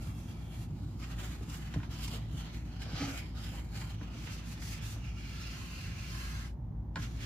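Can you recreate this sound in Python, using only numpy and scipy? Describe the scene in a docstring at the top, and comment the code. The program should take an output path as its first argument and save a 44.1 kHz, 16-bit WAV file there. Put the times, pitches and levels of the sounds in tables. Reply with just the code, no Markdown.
"""Faint, quick strokes of a dry paper towel on a door hinge, over a ventilation fan in a small room.
The worker crouches, clothes rustling amid low thuds, scuffs the door, then wipes the lower hinge with a
gloved hand: a few short strokes, one long slow pull, a pause, and a sharp knock as the hand resumes.
Sliding, snagging fibres make friction noise that the hinges colour by resonance; impacts ring damped
modes, the scuff is stick-slip motion, and the fan adds wavering tones to the rumble of its duct."""
import sys
import numpy as np
from scipy import signal
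from scipy.fft import rfft, irfft
from scipy.io import wavfile

SR = 44100
rng = np.random.default_rng(int(sys.argv[2]) if len(sys.argv) > 2 else 0)


def master(y):
    """Save y as 16-bit WAV."""
    cut = np.clip(np.atleast_2d(y).T, -1, 1)
    pcm = np.round(cut * 32767)  # scale
    wavfile.write(sys.argv[1], SR, pcm.astype(np.int16))


N = 319725
TIME = np.arange(N) / SR
FREQS = np.maximum(np.fft.rfftfreq(N, 1 / SR), 1)

# low resonances of rumble and thuds: (frequency [Hz], gain [dB], t60 [s])
LOW_MODES = [(93.4, 1, 0.33), (111.3, 1.5, 0.23), (148.7, 5.5, 0.12), (217, 0, 0.079), (249, -6.5, 0.041),
             (288, -3.5, 0.19), (429, -3, 0.046), (646, 0, 0.037)]
# friction spectrum of cloth: (frequency [Hz], gain [dB])
CLOTH_SPECTRUM = [(300, 1.5), (500, 0), (700, 2.5), (950, 0), (1250, 5), (1550, 3.5), (2200, 5), (3100, 5),
                  (3700, -5), (5000, -10), (7200, -14.5), (8300, -24.5), (13500, -26.5), (15400, -27.5)]
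CLOTH_EDGES_S, TOWEL_EDGES_S = (0.018, 0.032), (0.023, 0.022)  # attack, release


def from_db(db):
    """Amplitude ratio: tenfold per 20 dB."""
    return 10 ** (np.asarray(db) / 20)


def rms_one(x):
    """Normalisation to unit mean power."""
    return x / np.sqrt(np.mean(x ** 2) + 1e-20)


def in_time(rows):
    """Linear interpolation in time; the first curve, a level in dB, decays outside the rows."""
    times, level_db, *others = np.transpose(rows)
    outside_s = np.maximum(0, np.maximum(times[0] - TIME, TIME - times[-1]))
    faded_db = np.interp(TIME, times, level_db) - np.minimum(500 * outside_s, 120)
    return [faded_db] + [np.interp(TIME, times, column) for column in others]


def over_hz(points):
    """Linear interpolation over log frequency."""
    hz, value = np.transpose(points)
    return np.interp(np.log(FREQS), np.log(hz), value)


def shaped(x, gain):
    """Filtering by spectral multiplication, to unit rms."""
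    return rms_one(irfft(rfft(x) * gain, N))


def butter(x, hz, kind, order=2):
    """Causal Butterworth filtering."""
    return signal.sosfilt(signal.butter(order, hz, kind, fs=SR, output="sos"), x)


def drift(per_s):
    """Random modulation of unit rms, interpolated between knots."""
    knots = rng.standard_normal(4000)
    return rms_one(np.interp(TIME * per_s, np.arange(len(knots)), knots))


def resonances(table):
    """Superposition of damped resonators: (frequency [Hz], bandwidth [Hz], gain [dB])."""
    return sum(from_db(db) / (1 + 1j * (FREQS ** 2 - hz ** 2) / (FREQS * width))
               for hz, width, db in table)


def gestures(rows, attack_s, release_s):
    """Incoherent sources add in power: envelopes of friction and of sheen, the fibres' top treble."""
    power, t = 0, TIME[::40]
    for start, length, level_db, sheen_db in rows:
        swell = .5 + .5 * np.tanh((t - start) / attack_s)
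        fade = .5 + .5 * np.tanh((start + length - t) / release_s)
        power += (from_db([[level_db], [level_db + sheen_db]]) * swell * fade) ** 2
    return np.array([np.interp(TIME, t, p) for p in power])


def reflections(spots, room_t60_s=0.16, corner_db=5.5, corner_t60_s=0.2):
    """Reverberation: the corner strengthens early reflections; absorption takes the treble first."""
    t = TIME[:SR // 3]
    white = rng.standard_normal((len(spots), 2, len(t)))
    dull = butter(white, 2900, "low", order=1)
    tail = dull * from_db(-60 * t / room_t60_s) + (white - dull) * from_db(-60 * t / (0.44 * room_t60_s))
    corner = 1 + from_db(corner_db - 60 * t / corner_t60_s)
    tail = butter(tail * corner * (t > .0005), 330, "high")
    tail = tail / np.sqrt(np.sum(tail ** 2, axis=2, keepdims=True))
    return signal.oaconvolve(spots[:, None], tail, axes=2)[..., :N].sum(axis=0)


def room(spots, wet_db, wander_rad=0):
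    """Multipath: direct sound arrives first on the left; moving spots blend two sets of reflections."""
    spots = np.atleast_2d(spots)
    if wander_rad:
        angle = wander_rad * np.array([drift(7) for _ in spots])
        reflected = reflections(spots * np.cos(angle)) + reflections(spots * np.sin(angle))
    else:
        reflected = reflections(spots)
    direct = sum(np.array([x, np.pad(x, (2 + k, 0))[:N]]) for k, x in enumerate(spots))
    return (direct + from_db(wet_db) * reflected) / np.sqrt(len(spots) * (1 + from_db(wet_db) ** 2))


def air(spectrum):
    """Spatial coherence: steady stereo noise, alike in the bass and diffuse in the treble."""
    # likeness of the channels: (frequency [Hz], correlation [-1..1])
    coherence = [(60, 0.96), (150, 0.99), (300, 0.66), (600, 0.8), (1200, 0.18), (4000, 0.084)]
    alike = np.clip(over_hz(coherence), -.999, .999)
    gain = from_db(over_hz(spectrum)) / (1 + (FREQS / (1.2 * spectrum[-1][0])) ** 8)
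    mid, side = rfft(rng.standard_normal((2, N))) * gain
    return rms_one(irfft(np.sqrt(1 + alike) * mid + np.sqrt(1 - alike) * side * [[1], [-1]], N))


def ventilation():
    """Tonal and broadband noise: a fan beyond the wall hums, waveringly, over duct rumble and hiss."""
    # fan and mains tones: (frequency [Hz], amplitude [dB])
    tones = [(48.5, -52), (56.3, -43.5), (120, -57), (176.3, -56), (342, -69.5)]
    # duct noise spectra: (frequency [Hz], relative density [dB])
    rumble = [(15, -30), (38, -21), (49, -8), (62, 2.5), (80, -2), (95, 0), (115, 4), (130, -7.5), (152, 0),
              (190, -13.5), (222, -6.5), (290, -21), (350, -23.5), (430, -27)]
    hiss = [(300, 4), (430, -4.5), (850, 1.5), (1050, -5.5), (1230, -9), (1400, -14), (2100, -19),
            (2500, -26.5), (3200, -27), (4500, -31.5), (6600, -32), (8000, -44), (15000, -31)]
    hum = 0
    for hz, db in tones:
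        amplitude = from_db(db + 2.4 * drift(2.534))
        hum += amplitude * np.sin(2 * np.pi * (hz * TIME + rng.random()) + 0.016 * drift(4.5))
    return hum + from_db(-43) * air(rumble) + from_db(-60) * air(hiss)


def resonant_rumble(swell_middle_s=1.47, swell_half_s=2.36):
    """Resonant filtering of noise: a low rumble that swells slightly during the first four seconds."""
    level_db = -56 + 4.5 / (1 + ((TIME - swell_middle_s) / swell_half_s) ** 4)
    response = resonances([(hz, 7 / t60, db) for hz, db, t60 in LOW_MODES])
    bass_band = 1 / (1 + (FREQS / 375) ** 14) / (1 + (60 / FREQS) ** 4)
    return from_db(level_db) * shaped(rng.standard_normal(N), abs(response) * bass_band)


def blows(events, modes, crack_db, crack_t60_s, vary_db):
    """Transient excitation: a short crack and freely decaying modes; a lower cut-off sounds softer."""
    out, t = np.zeros(N + SR), TIME[:SR // 2]
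    hz, mode_db, t60 = np.transpose(modes)[:, :, None]
    signs = (-1) ** np.arange(len(modes))[:, None]  # neighbouring modes swing opposite ways
    rings = signs * np.sin(2 * np.pi * hz * t) * from_db(mode_db - 60 * t / t60)
    for onset_s, level_db, cutoff_hz, ring_db in events:
        ring = from_db(ring_db + rng.normal(0, vary_db, len(modes))) @ rings
        crack = from_db(crack_db - 60 * t / crack_t60_s) * rng.standard_normal(len(t))
        blow = butter(ring + crack, cutoff_hz, "low")
        blow = butter(blow, min(cutoff_hz / 1.28, 950), "high")
        start = int(onset_s * SR)
        out[start:start + len(t)] += from_db(level_db) * blow / np.std(blow[:SR // 50])
    return out[:N]


def thuds():
    """Damped low modes: soft thuds and brief swells of the rumble."""
    # thuds and swells: (time [s], level of the first 20 ms [dB], cut-off [Hz], ringing [dB])
    events = [(.067, -38.5, 118, 8), (.708, -37.5, 119, 10), (.820, -40, 118, 7), (1.409, -47.5, 328, -8),
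              (1.480, -41.5, 190, 5), (1.740, -52, 450, -19), (1.759, -30.5, 223, 21),
              (2.212, -39, 125, 10), (2.335, -41.5, 192, 8), (2.93, -37.5, 179, 4), (3.02, -37.5, 260, 12),
              (3.360, -51, 220, 5), (3.826, -42.5, 150, 8), (4.011, -45.5, 250, 14), (4.152, -50, 282, -3),
              (4.272, -42, 165, -2), (4.690, -45, 126, 1), (4.961, -57.5, 700, -18),
              (6.964, -45.5, 354, -10), (6.986, -37.5, 120, 6)]
    return blows(events, LOW_MODES, crack_db=8, crack_t60_s=0.068, vary_db=1.5)


def ticks():
    """Hard impact: brief contacts with hinge and door excite higher modes."""
    # hard contacts: (time [s], level of the first 20 ms [dB], cut-off [Hz], ringing [dB])
    impacts = [(1.739, -48, 4000, -4), (1.775, -61, 1900, 7), (1.8005, -55, 1700, 2),
               (1.8315, -52, 2200, -9), (2.078, -47.5, 6040, -26), (2.819, -52, 6000, -18),
               (3.815, -50.5, 1100, -11), (4.011, -55, 1400, 6), (4.274, -52, 3000, -9),
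               (4.622, -53, 3200, -9), (6.9575, -40, 3480, 0.5), (6.969, -45, 2300, -5)]
    # modes of hinge and door: (frequency [Hz], gain [dB], t60 [s])
    modes = [(487, -4, 0.079), (870, 3, 0.059), (1072, 2.5, 0.11), (1486, 8.5, 0.05), (1650, 7, 0.054),
             (1810, 8, 0.021), (2420, -3, 0.028), (2930, -3, 0.03), (4600, 0, 0.03), (6250, 0, 0.03),
             (7250, 10, 0.025)]
    return blows(impacts, modes, crack_db=15, crack_t60_s=0.032, vary_db=1)


def scuff(groan_hz=282.7):
    """Stick-slip: uneven slips rasp through resonances and, at their hardest, make the panel groan."""
    # envelopes of the judder and of the panel: (time [s], level [dB])
    rasp_envelope = [(2.9, -61), (2.945, -57), (2.97, -51), (3.005, -43.5), (3.03, -43.5), (3.055, -44),
                     (3.075, -52), (3.1, -56), (3.125, -63), (3.18, -74)]
    groan_envelope = [(2.995, -58), (3.012, -33.5), (3.025, -35), (3.05, -39), (3.068, -47), (3.088, -38),
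                      (3.11, -46), (3.14, -56)]
    # resonances of the scuff: (frequency [Hz], bandwidth [Hz], gain [dB])
    peaks = [(819, 60, -11), (1250, 50, -7.5), (2270, 320, -17), (3060, 250, -19.5), (4600, 1300, -20),
             (6060, 350, -25)]
    rasp_db, = in_time(rasp_envelope)
    groan_db, = in_time(groan_envelope)
    slips_per_s = 170 * from_db(2.3 * drift(120))
    slips = rms_one(np.diff(np.floor(np.cumsum(slips_per_s) / SR), prepend=0))
    friction = slips + from_db(7) * rng.standard_normal(N)
    rasp = shaped(friction, resonances(peaks) / (1 + (FREQS / 7000) ** 4))
    pitch_hz = groan_hz * (1 + 0.051 * drift(150))
    groan = rms_one(np.sin(2 * np.pi * np.cumsum(pitch_hz) / SR))
    return from_db(rasp_db) * rasp + from_db(groan_db) * groan


def rubbing(power, colour, wood_db, snags_per_s, spread_db, snag_db, catch_db, spots=4):
    """Sliding friction: countless fibres hiss, single ones snag and snap, the grip catches unevenly."""
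    level_db, top_db = 10 * np.log10(power + 1e-18)
    sheen_db = top_db - level_db
    # wood answers pressure more than speed, so its share shrinks as friction grows
    usual_friction_db = -60.5
    body_db = np.minimum(wood_db - 0.51 * (level_db - usual_friction_db), -1)
    shape = (spots, N)
    strengths = from_db(spread_db * np.minimum(rng.exponential(1, shape), 4)) * rng.choice([-1, 1], shape)
    snags = rms_one(strengths * (rng.random(shape) < snags_per_s / SR))
    fibres = rng.standard_normal(shape) + from_db(snag_db) * snags
    friction = rfft(fibres * from_db(catch_db * drift(90))) * colour
    lowpasses = [1 / (1 + (FREQS / hz) ** 14) for hz in (1400, 3800, 7500)]
    bands = np.diff(lowpasses, axis=0, prepend=0, append=1)
    body, rasp, hiss, sheen = (rms_one(irfft(friction * band, N)) for band in bands)
    hiss_db = 1.5 + 0.6 * sheen_db  # faster sliding lifts the sheen, and the hiss follows
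    mix = from_db(body_db) * body + rasp + from_db(hiss_db) * hiss + from_db(sheen_db) * sheen
    return from_db(level_db) * mix


def folds(x, depth_db, per_s=8, count=16):
    """Spectral modulation: as folds open and close, narrow bands of a rustle wax and wane."""
    spectrum, centres_hz = rfft(x), np.geomspace(600, 7000, count)
    bands = (over_hz(np.column_stack([centres_hz, weights])) for weights in np.eye(count))
    return sum(irfft(spectrum * band, N) * rms_one(from_db(depth_db * drift(per_s))) for band in bands)


def drags(cutoff_hz=1170):
    """Low-pass filtering: cloth pressed flat on wood keeps only the low part of its rustle."""
    # shirt along the door: (start [s], duration [s], level [dB])
    moves = [(1.188, 0.076, -57), (2.106, 0.081, -51), (2.854, 0.3, -56.5), (3.523, 0.054, -54.5),
             (4.01, 0.045, -56)]
    power, _ = gestures([(*move, 0) for move in moves], *CLOTH_EDGES_S)
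    dull = from_db(over_hz(CLOTH_SPECTRUM)) / (1 + (FREQS / cutoff_hz) ** 6)
    return np.sqrt(power) * shaped(rng.standard_normal(N), dull)


def clothes(crinkle_s=0.02):
    """Coarse friction: shirt and loose towel rustle with sparser, stronger snags."""
    # shirt and sleeve moves: (start [s], duration [s], friction [dB], relative sheen [dB])
    stirs = [(.66, 0.4, -72.5, -2.5), (.98, 3.6, -68, -6.5)]
    swishes = [(.995, 0.48, -66, -4), (1.18, 0.18, -59.5, -4.5), (1.48, 0.16, -60, -3),
               (1.61, 0.27, -65, -7.5), (1.9, 0.27, -58.5, -1.5), (1.982, 0.066, -53, -1),
               (2.115, 0.05, -51, -4), (2.18, 0.1, -65.5, -8), (2.37, 0.14, -59.5, -8.5),
               (2.52, 0.048, -61.5, -1), (2.68, 0.2, -67.5, -8), (2.81, 0.42, -57.5, -5),
               (2.93, 0.2, -52, -9.5), (3.21, 0.1, -66, -2), (3.355, 0.25, -58, -5.5),
               (3.42, 0.027, -71.5, 15.5), (3.71, 0.21, -61.5, -4), (3.755, 0.063, -54.5, -4),
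               (3.99, 0.15, -65, -7)]
    # towel crinkling in the hand: (time [s], friction [dB], relative sheen [dB])
    crinkles = [(1.027, -50, -18), (1.112, -50.5, -8), (1.188, -52, -22), (1.553, -63.5, 9.5),
                (1.658, -55.5, -5.5), (2.032, -52.5, 7), (2.38, -59.5, -5), (2.811, -54, 0.5),
                (3.178, -47.5, -2.5), (3.465, -52, -8), (3.575, -51, -15)]
    shirt = gestures(stirs, *CLOTH_EDGES_S) + gestures(swishes, *CLOTH_EDGES_S)
    paper = gestures([(start, crinkle_s, db, sheen_db) for start, db, sheen_db in crinkles],
                     attack_s=0.023, release_s=0.014)
    return rubbing(shirt + paper, from_db(over_hz(CLOTH_SPECTRUM)),
                   wood_db=-1, snags_per_s=380, spread_db=3, snag_db=-1, catch_db=1.64)


def squeaks(bandwidth_hz=90):
    """Narrow resonance: paper gripping the metal sings faintly, each time at its own pitch."""
    # grips on the upper hinge: (start [s], duration [s], level [dB], frequency [Hz])
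    grips = [(0.01, 0.19, -74.5, 3320), (0.27, 0.06, -68, 3260), (0.37, 0.07, -73, 3310),
             (0.6, 0.045, -69, 2780)]
    out = 0
    for start, length, level_db, hz in grips:
        power, _ = gestures([(start, length, level_db, 0)], attack_s=0.018, release_s=0.018)
        tone = signal.lfilter(*signal.iirpeak(hz, hz / bandwidth_hz, fs=SR), rng.standard_normal(N))
        out += np.sqrt(power) * rms_one(tone)
    return out


def slow_pull(colour, middle_s=5.85, crossover_s=0.34, sheen_lift_db=2):
    """The driving point weights the modes: those of the hinge's top give way to those of its bottom."""
    # pull down the lower hinge: (time [s], friction [dB], relative sheen before its lift [dB])
    envelope = [(5.0, -66, -12), (5.05, -57, -14), (5.14, -63, -14), (5.2, -57.5, -11.5),
                (5.32, -55.5, -11), (5.48, -52.5, -10.5), (5.64, -56, -10), (5.864, -54.5, -8),
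                (5.922, -56.5, -12.5), (6.212, -53, -7), (6.412, -55, -10), (6.474, -60, -10.5),
                (6.53, -82, -5)]
    # hinge resonances: (frequency [Hz], bandwidth [Hz], gain at top [dB], gain at bottom [dB])
    peaks = [(1077, 57, -4, 4), (1320, 280, 0.5, -16), (1610, 100, -20, 2), (2095, 170, -4.5, -10),
             (2370, 200, -2, -18), (2670, 480, -0.5, -17), (4130, 240, -5, -2), (4830, 780, -13, -7)]
    rocking = drift(11)  # the fingers shift the pressure between top and bottom
    travelled = .5 + .5 * np.tanh((TIME - middle_s) / crossover_s + rocking)
    top = abs(0.5 + resonances([(hz, width, db) for hz, width, db, _ in peaks]))
    bottom = abs(1 + resonances([(hz, width, db) for hz, width, _, db in peaks]))
    level_db, sheen_db = in_time(envelope)
    # doubled, as each end has half of the spots of contact
    power = 2 * from_db([level_db, level_db + sheen_db + sheen_lift_db]) ** 2
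    grain = dict(snags_per_s=900, spread_db=1, snag_db=-0.5, catch_db=0.5, spots=2)
    return np.vstack([rubbing(power * (1 - travelled), colour * top, wood_db=-13, **grain),
                      rubbing(power * travelled, colour * bottom, wood_db=-3.5, **grain)])


def towel():
    """Source and filter: dry paper rubs hinge and painted wood, and each hinge colours the friction."""
    # friction spectra: (frequency [Hz], gain [dB])
    upper_spectrum = [(300, -40), (500, -12), (700, -8), (1000, -13.5), (1400, -6.5), (1800, -4.5),
                      (2500, -3.5), (3600, -19), (4400, -22), (6500, -22.5), (8300, -21.5), (10000, -16.5),
                      (13500, -18), (15400, -24)]
    lower_spectrum = [(300, -4), (500, -4.5), (680, -5.5), (900, -10), (1150, -3), (1900, -5.5),
                      (2600, -5.5), (3500, -5.5), (5100, -6.5), (6500, -5), (8300, -12.5), (9800, -12.5),
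                      (13500, -14), (15400, -17.5)]
    # resonances around each hinge: (frequency [Hz], bandwidth [Hz], gain [dB])
    upper_peaks = [(2360, 100, -4), (2730, 90, 6), (3270, 200, 9.5)]
    lower_peaks = [(1040, 43, -7), (1320, 370, -12), (1700, 110, -18), (2140, 96, -15), (2680, 250, -8)]
    # light contact and quick strokes: (start [s], duration [s], friction [dB], relative sheen [dB])
    upper_touch = [(0.0, 0.5, -69.5, -2.5), (.5, 0.16, -66, -2)]
    upper_strokes = [(0.0, 0.12, -63, -5.5), (.16, 0.059, -68.5, -0.5), (.27, 0.053, -64.5, -1.5),
                     (.36, 0.062, -71, -8), (.515, 0.047, -65, -9), (.595, 0.036, -69, 8)]
    lower_touch = [(4.12, 0.887, -62.5, -9.5), (6.97, .33, -64, -6)]
    lower_strokes = [(4.16, 0.15, -58, -10), (4.268, 0.022, -47, -19), (4.31, 0.076, -58, 1.5),
                     (4.455, 0.087, -62, 3.5), (4.61, 0.14, -61, 5.5), (4.69, 0.084, -58.5, -0.5),
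                     (4.79, 0.04, -55, -21), (4.825, 0.13, -56.5, 0), (6.98, 0.08, -53, -9),
                     (7.185, 0.12, -54, -9)]
    upper_colour = from_db(over_hz(upper_spectrum)) * abs(1 + resonances(upper_peaks))
    lower_colour = from_db(over_hz(lower_spectrum)) * abs(1 + resonances(lower_peaks))
    upper_power = gestures(upper_touch, *TOWEL_EDGES_S) + gestures(upper_strokes, *TOWEL_EDGES_S)
    lower_power = gestures(lower_touch, *TOWEL_EDGES_S) + gestures(lower_strokes, *TOWEL_EDGES_S)
    upper = rubbing(upper_power, upper_colour,
                    wood_db=-3, snags_per_s=500, spread_db=6, snag_db=-6, catch_db=0.5)
    lower = rubbing(lower_power, lower_colour,
                    wood_db=-4.5, snags_per_s=650, spread_db=2.5, snag_db=-5.5, catch_db=1.5)
    return upper + lower + slow_pull(lower_colour)


def scene():
    """Superposition: rubbing, knocks and thuds in the room, over low rumble and the ventilation."""
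    hard, soft = ticks(), thuds()
    wiping = from_db(2) * folds(room(towel(), wet_db=4.5, wander_rad=0.99), depth_db=1.5)
    wiping += room(squeaks(), wet_db=-3)
    rustle = from_db(2) * folds(room(clothes(), wet_db=3, wander_rad=0.99), depth_db=2.6)
    rustle += room(drags(), wet_db=-7)
    transients = room(hard, wet_db=-1) + room(scuff(), wet_db=-15) + room(soft, wet_db=-9)
    return wiping + rustle + transients + resonant_rumble() + ventilation()


def record(dry, cutoff_hz=15500):
    """Frequency response: each microphone adds its own colour, and a steep low-pass cuts the top."""
    # microphone balance: (frequency [Hz], left minus right [dB])
    balance = [(60, 0.5), (99, -0.5), (160, -1), (270, -1.5), (450, 0.5), (740, -1), (1220, 1), (2010, -3),
               (3320, -2.5), (5480, -1.5), (9040, 0.5), (14900, -0.5)]
    coloured = irfft(rfft(dry) * from_db(np.outer([.5, -.5], over_hz(balance))), N)
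    return signal.sosfilt(signal.ellip(12, .1, 80, cutoff_hz, fs=SR, output="sos"), coloured)


dry = scene()
out = record(dry)
master(out)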